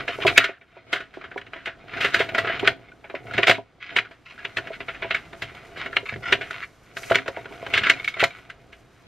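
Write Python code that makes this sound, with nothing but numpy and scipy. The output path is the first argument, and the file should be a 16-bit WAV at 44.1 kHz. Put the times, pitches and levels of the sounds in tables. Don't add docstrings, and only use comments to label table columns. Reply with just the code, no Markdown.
import sys
import numpy as np
from scipy import signal
from scipy.fft import rfft, irfft, next_fast_len
from scipy.io import wavfile
from scipy.ndimage import uniform_filter1d

SR = 44100
rng = np.random.default_rng(int(sys.argv[2]) if len(sys.argv) > 2 else 0)


def materialize(psi):
    bounded = np.clip(np.atleast_2d(psi).T, -1, 1)
    quanta = np.round(bounded * 32767).astype(np.int16)
    wavfile.write(sys.argv[1], SR, quanta)


N = 399987
TIME_S, RING_S = np.arange(N) / SR, np.arange(8192) / SR
ATTACK_SAMPLES = int(.01 * SR)
GRIP_DETUNE = .018

# f/Hz, gain/dB
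AIR_COLOUR = [(15, -36), (25, 2), (115, 2.5), (224, -2.5), (354, -4), (709, -8.5), (903, -10), (1350, -8.5),
              (2070, -13.5), (2240, -14), (3830, -20), (11800, -46), (15000, -62.5)]
# f/Hz, level/dB re air
HUM_PARTIALS = [(59.2, -12.5), (118.4, -9)]
# t/s, level/dB
BACKGROUND_ENVELOPE = [(0, -49.5), (.55, -67), (.9, -59.5), (1.5, -54), (3, -57), (3.7, -60), (4.2, -58.5),
                       (5, -48.5), (6.8, -55.5), (9.07, -56)]

# f/Hz, level/dB, t60/s
TABLE_MODES = [(77.6, -7.5, 0.2), (112, 6.5, 0.12), (146.7, -1.5, 0.24), (205, 0, 0.16)]
# f/Hz, level/dB, t60/s
BASE_MODES = [(109, -19, 0.4), (148, -23, 0.06), (240, -9, 0.033), (269, -14, 0.52), (351, -9, 0.24),
              (398.2, 1.5, 0.13), (455.3, -3.5, 0.059), (556.8, -9.5, 0.26), (665, 2.5, 0.2),
              (726.6, -7, 0.24), (836, -7, 0.068), (974, -7, 0.23)]
# f/Hz, level/dB, t60/s
TRAY_MODES = [(1333, -1.5, 0.28), (1452, 4, 0.041), (1470, 2.5, 0.049), (1660, -1.5, 0.14), (1649, 0, 0.11),
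              (1972, 3, 0.064), (2055, 4.5, 0.085), (2140, 0, 0.28), (2305, 1.5, 0.03), (2218, 4.5, 0.21),
              (2479, 2, 0.11), (2703, -1.5, 0.21), (2930, -4.5, 0.11), (3093, -5, 0.062),
              (3160, -14.5, 0.042), (3740, -9.5, 0.46), (4210, -4.5, 0.044), (5050, -14.5, .15),
              (5410, -22.5, 0.079), (6810, -15, 0.059), (7630, -24, .12), (7800, -34.5, 0.075),
              (11340, -21, 0.13)]
# f/note, level/dB, t60/s
TAB_MODES = [(1, -7, 0.053), (1.05, -10.5, .035), (1.65, -15.5, .035)]
# f/Hz, gain/dB
TRAY_WASH = [(550, -39.5), (850, -12.5), (1050, -6), (1400, 4.5), (2200, -4), (3000, -3.5), (4000, -12),
             (5000, -20.5), (8000, -29.5), (10000, -38), (15000, -42)]
# f/Hz, gain/dB
BASE_WASH = [(35, -32), (70, -18), (110, -10.5), (190, -7.5), (300, -3), (400, -1), (720, 3), (850, -8.5),
             (1100, -0.5), (1800, -51)]
# f/Hz, gain/dB
ROCK_SPECTRUM = [(25, -7), (70, -3), (120, 8), (190, -4), (300, 2), (400, 5), (520, 0.5), (600, -4),
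                 (680, 10), (820, -6), (1100, -17.5), (1800, -42.5)]
# f/Hz, gain/dB
SKIN_SPECTRUM = [(2500, -19.5), (4500, 4.5), (6000, 5.5), (8000, 0), (10000, -3.5), (12500, -2.5),
                 (15000, -30.5)]

# t/s, level/dB
TABLE_THUMPS = [(0.246, -34.5), (2.041, -46), (3.347, -35), (3.382, -39), (3.491, -43), (4.573, -47),
                (5.419, -43), (6.124, -38.5), (6.165, -38), (6.327, -39), (7.108, -39), (7.758, -42),
                (7.812, -38.5), (8.222, -36)]
# t/s, level/dB
SKIN_ENVELOPE = [(0, -67), (.35, -55.5), (.56, -86), (1.85, -86), (2.02, -61.5), (2.4, -70), (2.8, -82.5),
                 (3.4, -69), (3.7, -90), (4.22, -77.5), (4.3, -71.5), (6.55, -64.5), (6.94, -72.5),
                 (6.98, -50), (7.12, -53.5), (7.2, -68.5), (8.26, -65), (8.5, -73.5), (9.07, -74.5)]
# peak t/s, build/s, release/s, scrape/dB before trim, rock/dB
STACK_TURNS = [(0.0, .05, 0.086, -28.5, -37), (0.3, .12, 0.093, -22.5, -32), (0.5, .08, .04, -34.5, -51),
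               (0.752, .15, 0.21, -49, -60.5), (0.959, 0.21, 0.16, -44, -50.5), (1.4, 0.82, .5, -53, -55),
               (1.879, .15, .15, -47, -48.5), (2.002, 0.091, 0.13, -27, -34.5),
               (2.141, 0.024, 0.29, -27.5, -36), (2.36, 0.16, 0.36, -31, -37),
               (2.56, 0.27, .22, -32, -38.5), (2.7, 0.18, 0.044, -24, -34),
               (3.39, 0.18, 0.051, -30.5, -36.5), (3.98, 0.13, 0.093, -35, -44.5),
               (4.35, 0.058, 1, -44.5, -53.5), (4.67, 0.13, 0.15, -37.5, -45.5),
               (5.02, 0.19, 0.6, -39.5, -48.5), (5.55, 0.58, 0.28, -43.5, -54), (5.8, 0.26, 0.61, -40, -45),
               (6.29, 0.12, 0.22, -39.5, -38.5), (6.61, 0.19, 0.036, -33.5, -49.5),
               (7.15, 0.17, 0.099, -27, -42.5), (7.5, 0.34, 0.92, -40, -44), (7.8, 0.29, 0.33, -27, -40.5),
               (8.17, .13, 0.34, -36.5, -55)]
# start/s, end/s, level/dB, centre f/Hz
EDGE_SLIDES = [(0.092, 0.16, -37, 2440), (0.208, 0.243, -29.5, 2340), (0.345, 0.398, -30, 2300),
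               (1.949, 2.016, -38, 1700), (1.986, 2.069, -32.5, 2120), (2.375, 2.544, -41, 1820),
               (3.798, 3.942, -40.5, 2780), (4.249, 4.347, -46.5, 2300), (4.714, 4.776, -41.5, 3020),
               (5.706, 5.905, -45, 1970), (6.054, 6.12, -32.5, 2110), (6.105, 6.147, -36.5, 2060),
               (6.218, 6.331, -31.5, 1950), (6.609, 6.657, -33.5, 1900), (7.744, 7.8, -28, 2400),
               (7.836, 7.903, -26.5, 2120)]
# t/s, level/dB, note f/Hz
TAB_PINGS = [(2.885, -50, 2155), (2.917, -44.5, 1462), (3.098, -43.5, 2370), (3.31, -33, 1430),
             (4.378, -43, 1490), (4.391, -39.5, 1670), (4.422, -46, 1630), (7.834, -36, 3340),
             (7.935, -32, 2380), (7.997, -30, 2170), (8.045, -30, 2264), (8.077, -18.5, 2210),
             (8.14, -30.5, 2185), (8.306, -39, 2300)]
# t/s, level/dB before trim, centre f/Hz
STACK_KNOCKS = [(0.0894, -25, 433), (0.1866, -27, 520), (0.25, -13, 437), (0.491, -29.5, 473),
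                (0.7672, -40.5, 573), (1.172, -31.5, 434), (1.3606, -26.5, 534), (2.0495, -23, 460),
                (2.204, -16, 654), (2.4973, -23.5, 690), (2.6298, -19, 406), (3.142, -25, 390),
                (3.3863, -16.5, 517), (3.4968, -14, 560), (3.5822, -28.5, 580), (4.7032, -28.5, 550),
                (5.0452, -29.5, 570), (6.03, -34.5, 490), (6.1237, -36, 460), (6.159, -32, 398),
                (7.1101, -11, 477), (7.2839, -24, 496), (7.3716, -27, 520), (7.511, -36, 404),
                (7.6281, -29, 570), (8.2273, -14, 855)]
# t/s, ring level/dB, centre f/Hz, body/dB, snap/dB (both re ring, before trim),
# nominal damping t60/s
EDGE_CLICKS = [(0.079, -23.5, 2120, -12, -24.0, 0.12), (0.266, -20.5, 2640.0, -20, -10.5, 0.073),
               (0.277, -14.5, 2520, -15, -21, 0.065), (0.377, -3.5, 2100, -16.5, -15.5, 0.029),
               (0.401, -21.5, 1860, -32, -43, 0.21), (0.441, -19, 2310.0, -13.5, -22, 0.058),
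               (0.612, -48.5, 2050.0, -8.5, -37, 0.09), (0.928, -19.0, 2075, -9, -18, 0.078),
               (0.957, -28, 1740.0, -15.5, -25, 0.14), (1.003, -33.5, 1930, -7.5, -26, 0.12),
               (1.138, -44.0, 1810.0, -7, -22.0, 0.33), (1.212, -40.0, 1600.0, -7.5, -45, 0.055),
               (1.24, -37.0, 1720, -5.5, -30, 0.11), (1.3137, -37.5, 1710, -7, -44.0, 0.083),
               (1.3765, -30.5, 1760, -10, -25.0, 0.052), (1.4134, -40.0, 1950.0, -19, -30.0, 0.034),
               (1.4643, -45, 2260, -19, -26, 0.048), (1.533, -33.0, 2020, -7.5, -33.0, 0.068),
               (1.56, -41, 1890, -0.5, -28, 0.4), (1.657, -29, 2270, -19, -22.5, 0.079),
               (1.672, -29, 1830, -5.5, -39, 0.13), (1.893, -43, 2030, -14, -36, 0.063),
               (1.934, -32.5, 1510, -7, -41, 0.2), (2.0062, -24, 2210.0, -8, -15.5, 0.21),
               (2.045, -16.5, 1910, -9.5, -22.5, 0.12), (2.1425, -14, 1820, -13.5, -18.5, 0.05),
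               (2.1598, -24.5, 1920.0, -11, -21, 0.14), (2.1918, -25.0, 2190.0, -6, -15.5, 0.13),
               (2.202, -19.5, 2010, -6.5, -35, 0.093), (2.289, -31.5, 2290.0, -5, -21, 0.043),
               (2.3468, -21, 1970.0, -6, -24.5, 0.054), (2.381, -17.0, 1970, -6.0, -20.5, 0.073),
               (2.4453, -26.5, 1630.0, -1.5, -48, 0.088), (2.4714, -23.5, 1840, -6.5, -54, 0.13),
               (2.4945, -24, 1900, -12, -48, 0.18), (2.5943, -28.5, 2580, -11.0, -16.5, 0.049),
               (2.6742, -10, 2110, -12, -22, 0.033), (3.041, -42.5, 1910, -0.5, -43.5, 0.13),
               (3.0978, -39.0, 2190.0, -1.0, -32, 0.095), (3.15, -31.5, 2060.0, -9, -34, 0.082),
               (3.3357, -29.5, 2010.0, -12, -19.5, 0.073), (3.3788, -17.5, 2090, -10.5, -25.5, 0.055),
               (3.4307, -14.5, 2180, -11.5, -31, 0.042), (3.4692, -16, 2080, -11, -15.5, 0.094),
               (3.4799, -15.5, 2240, -2.5, -18, 0.091), (3.4948, -13.5, 2200, -6.0, -14, 0.052),
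               (3.5106, -13.5, 2330, -17, -22, 0.047), (3.5432, -30, 2520.0, -10, -29, 0.097),
               (3.963, -15.5, 2220, -12.5, -22.0, 0.072), (3.9857, -15.5, 2220, -20.0, -34.0, 0.035),
               (4.0488, -41, 1610.0, -18, -34.0, 0.08), (4.1093, -47, 1830.0, -1.0, -19.5, 0.16),
               (4.4488, -25.5, 2700, -12.5, -29.0, 0.032), (4.569, -22.5, 2100, -12.5, -18.5, 0.045),
               (4.58, -25.5, 1780, -7, -25, 0.055), (4.6709, -35.5, 1970.0, -5, -23, 0.06),
               (4.8035, -32.0, 2230, -4.0, -30.0, 0.07), (4.8833, -28, 2120, -7.5, -44, 0.1),
               (4.9468, -39, 1950.0, -10, -32, 0.2), (5.0221, -26.5, 2380.0, -6, -49, 0.12),
               (5.1078, -19.5, 2730.0, -11, -37, 0.059), (5.1458, -18, 2060.0, -18, -29.5, 0.078),
               (5.3302, -40.0, 1670, -1.5, -21, 0.027), (5.4201, -27.5, 2320.0, -10, -17.5, 0.069),
               (5.549, -47, 2190, 0, -11, 0.021), (5.7734, -44.5, 2210.0, 5.5, -7.5, 0.21),
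               (5.8596, -28.5, 1910, -6.5, -26, 0.062), (5.9282, -31, 1720.0, -12, -46.0, 0.07),
               (5.9665, -14.0, 2470, -16.5, -33, 0.021), (6.1595, -38.5, 2010, -7, -23, 0.04),
               (6.324, -11.5, 2380, -9.5, -23.5, 0.052), (6.41, -28.5, 2170, -7, -26.0, 0.18),
               (6.508, -29, 1770, -11.5, -21.5, 0.014), (6.9679, -29, 1670, -8.5, -16.5, 0.06),
               (7.0316, -35, 2330, -22, -23, 0.078), (7.1006, -30.5, 1680, -9, -13, 0.12),
               (7.1166, -18, 1560, -8.5, -35, 0.043), (7.1456, -19, 2130, -27, -21.0, 0.084),
               (7.155, -14.5, 2060, -10, -18.5, 0.022), (7.1842, -26, 1930, -17, -35, 0.044),
               (7.259, -38, 1950, 1, -23, 0.089), (7.2788, -26.5, 1880, -9, -20, 0.035),
               (7.364, -34, 1840, -25.0, -44.0, 0.055), (7.4554, -35.5, 1550, -5, -33, 0.039),
               (7.6643, -32, 1730.0, -3.5, -20, 0.04), (7.7365, -16, 2390.0, -14.5, -23.0, 0.12),
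               (7.7757, -15.5, 2370, -19, -21.5, 0.061), (7.834, -20, 2460.0, -19, -28, 0.11),
               (7.866, -19, 1960, -13.5, -27.0, 0.065), (7.897, -9, 1950, -19, -19, 0.044),
               (8.0437, -33.5, 2250.0, -19.0, -11.0, 0.051), (8.0793, -33.0, 2420.0, -16, -11, 0.08),
               (8.168, -34.5, 1990.0, -2, -37, 0.13), (8.195, -25, 2200, -18, -19, 0.06),
               (8.2024, -19.5, 2340.0, -19, -20, 0.072), (8.2143, -20.5, 1990, -19, -24, 0.095),
               (8.2384, -14.5, 2230, -20, -15.5, 0.035), (8.499, -35.5, 1890.0, -21, -21.5, 0.05),
               (8.7256, -44.5, 2110.0, -18, -20, 0.085)]


def undb(db):
    return 10 ** (np.asarray(db) / 20)


def unit(x, count=None):
    return x / np.sqrt(np.mean(x[..., :count] ** 2) + 1e-18)


def spectrum(points, size):
    hz, value = np.transpose(points)
    return np.interp(np.log1p(np.fft.rfftfreq(size, 1 / SR)), np.log1p(hz), value)


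def colour(x, points):
    size = next_fast_len(len(x), True)
    cepstrum = irfft(np.log(undb(spectrum(points, size))), size)
    cepstrum[1:size // 2] *= 2
    cepstrum[size // 2 + 1:] = 0
    return irfft(rfft(x, size) * np.exp(rfft(cepstrum)), size)[:len(x)]


def cut(x, hz, kind):
    return signal.sosfilt(signal.butter(4, hz, kind, fs=SR, output="sos"), x)


def fade(t60_s):
    return np.exp(-np.log(1000) * RING_S / t60_s)


def rise(tau_s):
    return 1 - np.exp(-RING_S / tau_s)


def add(track, t_s, sound):
    start = max(int(t_s * SR), 0)
    track[start:start + len(sound)] += sound[:max(N - start, 0)]


def walk(rate_hz):
    hold = int(SR / rate_hz)
    steps = np.repeat(rng.standard_normal(N // hold + 1), hold)
    return 1.3 * uniform_filter1d(steps, hold)[:N]


def ringing(modes):
    return np.array([undb(db) * np.sin(2 * np.pi * hz * RING_S) * fade(t60_s) for hz, db, t60_s in modes])


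def gripped(modes):
    return [(hz * (1 + GRIP_DETUNE * rng.standard_normal()), db, t60_s) for hz, db, t60_s in modes]


def strike(rings, wash_colour, wash_db, wash_t60_s, scatter_db):
    weights = rng.choice([-1, 1], len(rings)) * undb(scatter_db * rng.standard_normal(len(rings)))
    wash = colour(rng.standard_normal(len(RING_S)) * fade(wash_t60_s), wash_colour)
    return unit(weights @ rings, ATTACK_SAMPLES) + undb(wash_db) * unit(wash, ATTACK_SAMPLES)


def favour(x, hz, skirt_db):
    return unit(colour(x, [(hz / 2, skirt_db), (hz, 0), (hz * 2, skirt_db)]), ATTACK_SAMPLES)


def slips(rate_hz, spread_db):
    size = undb(spread_db * np.minimum(rng.exponential(size=N), 4))
    return (rng.random(N) < rate_hz / SR) * size * rng.standard_normal(N)


def room_tone():
    air = unit(colour(rng.standard_normal(N), AIR_COLOUR))
    hum = sum(undb(db + 1.3 * walk(5.6)) * np.sin(2 * np.pi * hz * TIME_S) for hz, db in HUM_PARTIALS)
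    return (air + hum) * undb(np.interp(TIME_S, *np.transpose(BACKGROUND_ENVELOPE)))


def small_room(x, wet_db, t60_s, treble_t60_s):
    noise = rng.standard_normal(len(RING_S))
    tail = cut(noise, 5500, "low") * fade(t60_s) + cut(noise, 5000, "high") * fade(treble_t60_s)
    tail *= np.clip(RING_S / 0.008, 0, 1) ** 2
    return x + undb(wet_db) * signal.fftconvolve(x, tail / np.linalg.norm(tail))[:N]


def stereo_ports(x, side_db):
    echoes = rng.standard_normal(len(RING_S)) * (fade(.02) + undb(-12.5) * fade(.2))
    ripple = unit(rfft(echoes, N).real)
    shift_db = spectrum([(60, -24), (130, -12.5), (300, -8.5), (600, -18), (2400, -26.5),
                         (4500, -14), (8000, -7.5), (12000, -12)], N)
    lean_db = spectrum([(150, -40.5), (280, -15), (380, -15), (520, -23.5), (750, -49)], N)
    side = irfft(rfft(x) * (1j * ripple * undb(side_db + shift_db) - undb(lean_db)), N)
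    return np.array([x + side, x - side])


def table_thumps():
    out, table = np.zeros(N), ringing(TABLE_MODES)
    for t_s, db in TABLE_THUMPS:
        boom = undb(1.2 * rng.standard_normal(len(table))) @ table
        add(out, t_s, undb(db) * unit(boom * rise(0.0024), 2 * ATTACK_SAMPLES))
    return cut(out, 55, "high")


def skin_rub():
    hiss = unit(colour(slips(rate_hz=9000, spread_db=2.9), SKIN_SPECTRUM))
    return hiss * undb(np.interp(TIME_S, *np.transpose(SKIN_ENVELOPE)) + 2 * walk(22))


def turn_gains(scrape_rest_db=-63, rock_rest_db=-64.5, scrape_drop_db=19.5, rock_drop_db=11.5):
    scrape, rock = np.full(N, undb(scrape_rest_db)), np.full(N, undb(rock_rest_db))
    for peak_s, build_s, release_s, scrape_db, rock_db in STACK_TURNS:
        spans = np.maximum((peak_s - TIME_S) / build_s, (TIME_S - peak_s) / release_s)
        near = spans < 4
        scrape[near] = np.maximum(scrape[near], undb(scrape_db - scrape_drop_db * spans[near]))
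        rock[near] = np.maximum(rock[near], undb(rock_db - rock_drop_db * spans[near]))
    return scrape, rock


def base_rocking(gain):
    return unit(colour(slips(rate_hz=700, spread_db=1.5), ROCK_SPECTRUM)) * gain


def tray_scrape(gain, trim_db=-4):
    held = ringing(TRAY_MODES) * fade(0.29)
    jerks = slips(rate_hz=1000, spread_db=3.2)
    ring = signal.fftconvolve(jerks, rng.choice([-1, 1], len(held)) @ held)[:N]
    grit = colour(slips(rate_hz=1500, spread_db=5), TRAY_WASH)
    scrape = unit(cut(unit(ring) + undb(-3.5) * unit(grit), 5500, "low"))
    return scrape * gain * undb(trim_db + 3.8 * walk(25))


def edge_slides():
    out = np.zeros(N)
    friction = slips(rate_hz=1700, spread_db=2.8) * undb(3 * walk(90))
    for start_s, end_s, db, hz in EDGE_SLIDES:
        jerks = friction[int(start_s * SR):int(end_s * SR)]
        jerks = jerks * np.hanning(len(jerks)) ** 0.45
        pressed = ringing(gripped(TRAY_MODES)) * fade(0.096)
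        contact = strike(pressed, TRAY_WASH, wash_db=1, wash_t60_s=0.019, scatter_db=2.5)
        contact = favour(cut(contact, 6300, "low"), hz, skirt_db=-5)
        add(out, start_s, undb(db) * unit(signal.fftconvolve(jerks, contact), len(jerks)))
    return out


def tab_pings():
    out = np.zeros(N)
    for t_s, db, hz in TAB_PINGS:
        note = ringing([(ratio * hz, mode_db, t60_s) for ratio, mode_db, t60_s in TAB_MODES])
        blow = strike(note, TRAY_WASH, wash_db=-10, wash_t60_s=.04, scatter_db=1)
        add(out, t_s, undb(db) * unit(blow * rise(0.0012), ATTACK_SAMPLES))
    return out


def stack_knocks(trim_db=-2.5):
    out = np.zeros(N)
    push = unit(colour(signal.unit_impulse(len(RING_S)), BASE_WASH), ATTACK_SAMPLES)
    for t_s, db, hz in STACK_KNOCKS:
        blow = strike(ringing(gripped(BASE_MODES)), BASE_WASH, wash_db=-9, wash_t60_s=0.1, scatter_db=5)
        bump = blow * fade(.2) + undb(-7) * push
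        add(out, t_s, undb(db + trim_db) * favour(bump, hz, skirt_db=-8.5))
    return cut(out, 77, "high")


def rib_modes(count):
    hz = np.exp(rng.uniform(np.log(1250), np.log(14000), count))
    db = np.interp(hz, *np.transpose(TRAY_WASH))
    return np.sin(2 * np.pi * hz[:, None] * RING_S) * undb(db)[:, None] * fade(0.36)


def edge_clicks(scuff_lead_s=0.0064, scuff_db=-18, snap_trim_db=6.5, body_trim_db=-0.5):
    out, base = np.zeros(N), ringing(BASE_MODES)
    landing = rise(.0017)
    drag = np.minimum(RING_S / scuff_lead_s, 1) * fade(.035)
    for t_s, db, hz, body_db, snap_db, t60_s in EDGE_CLICKS:
        t60_s = max(t60_s, .02)
        rings = np.vstack([ringing(gripped(TRAY_MODES)), undb(1.5) * rib_modes(24)])
        rings *= fade(0.89 * t60_s)
        blow = strike(rings, TRAY_WASH, wash_db=-3, wash_t60_s=1.406 * t60_s, scatter_db=3.5)
        ring = favour(cut(blow, 4800, "low") * landing, hz, skirt_db=-10.5)
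        snap = unit(cut(blow, 3470, "high") * landing, ATTACK_SAMPLES)
        body = strike(base, BASE_WASH, wash_db=-3.5, wash_t60_s=0.11, scatter_db=4)
        body = unit(body * fade(0.88), ATTACK_SAMPLES)
        scuff = unit(colour(rng.standard_normal(len(RING_S)) * drag, TRAY_WASH), ATTACK_SAMPLES)
        click = ring + undb(snap_db + snap_trim_db) * snap + undb(body_db + body_trim_db) * body
        add(out, t_s - scuff_lead_s, undb(db + scuff_db) * scuff)
        add(out, t_s, undb(db) * click)
    return cut(out, 85, "high")


def scene():
    scrape_gain, rock_gain = turn_gains()
    impacts = edge_clicks() + stack_knocks() + tab_pings()
    friction = edge_slides() + tray_scrape(scrape_gain) + base_rocking(rock_gain) + skin_rub()
    in_room = small_room(impacts + friction + table_thumps(), wet_db=-14.5, t60_s=0.15, treble_t60_s=0.16)
    return stereo_ports(in_room + room_tone(), side_db=5)


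def record(dry):
    overloaded = np.tanh(dry + dry ** 3 / 3)
    return signal.sosfilt(signal.ellip(8, .2, 70, 15500, fs=SR, output="sos"), overloaded)


dry = scene()
out = record(dry)
materialize(out)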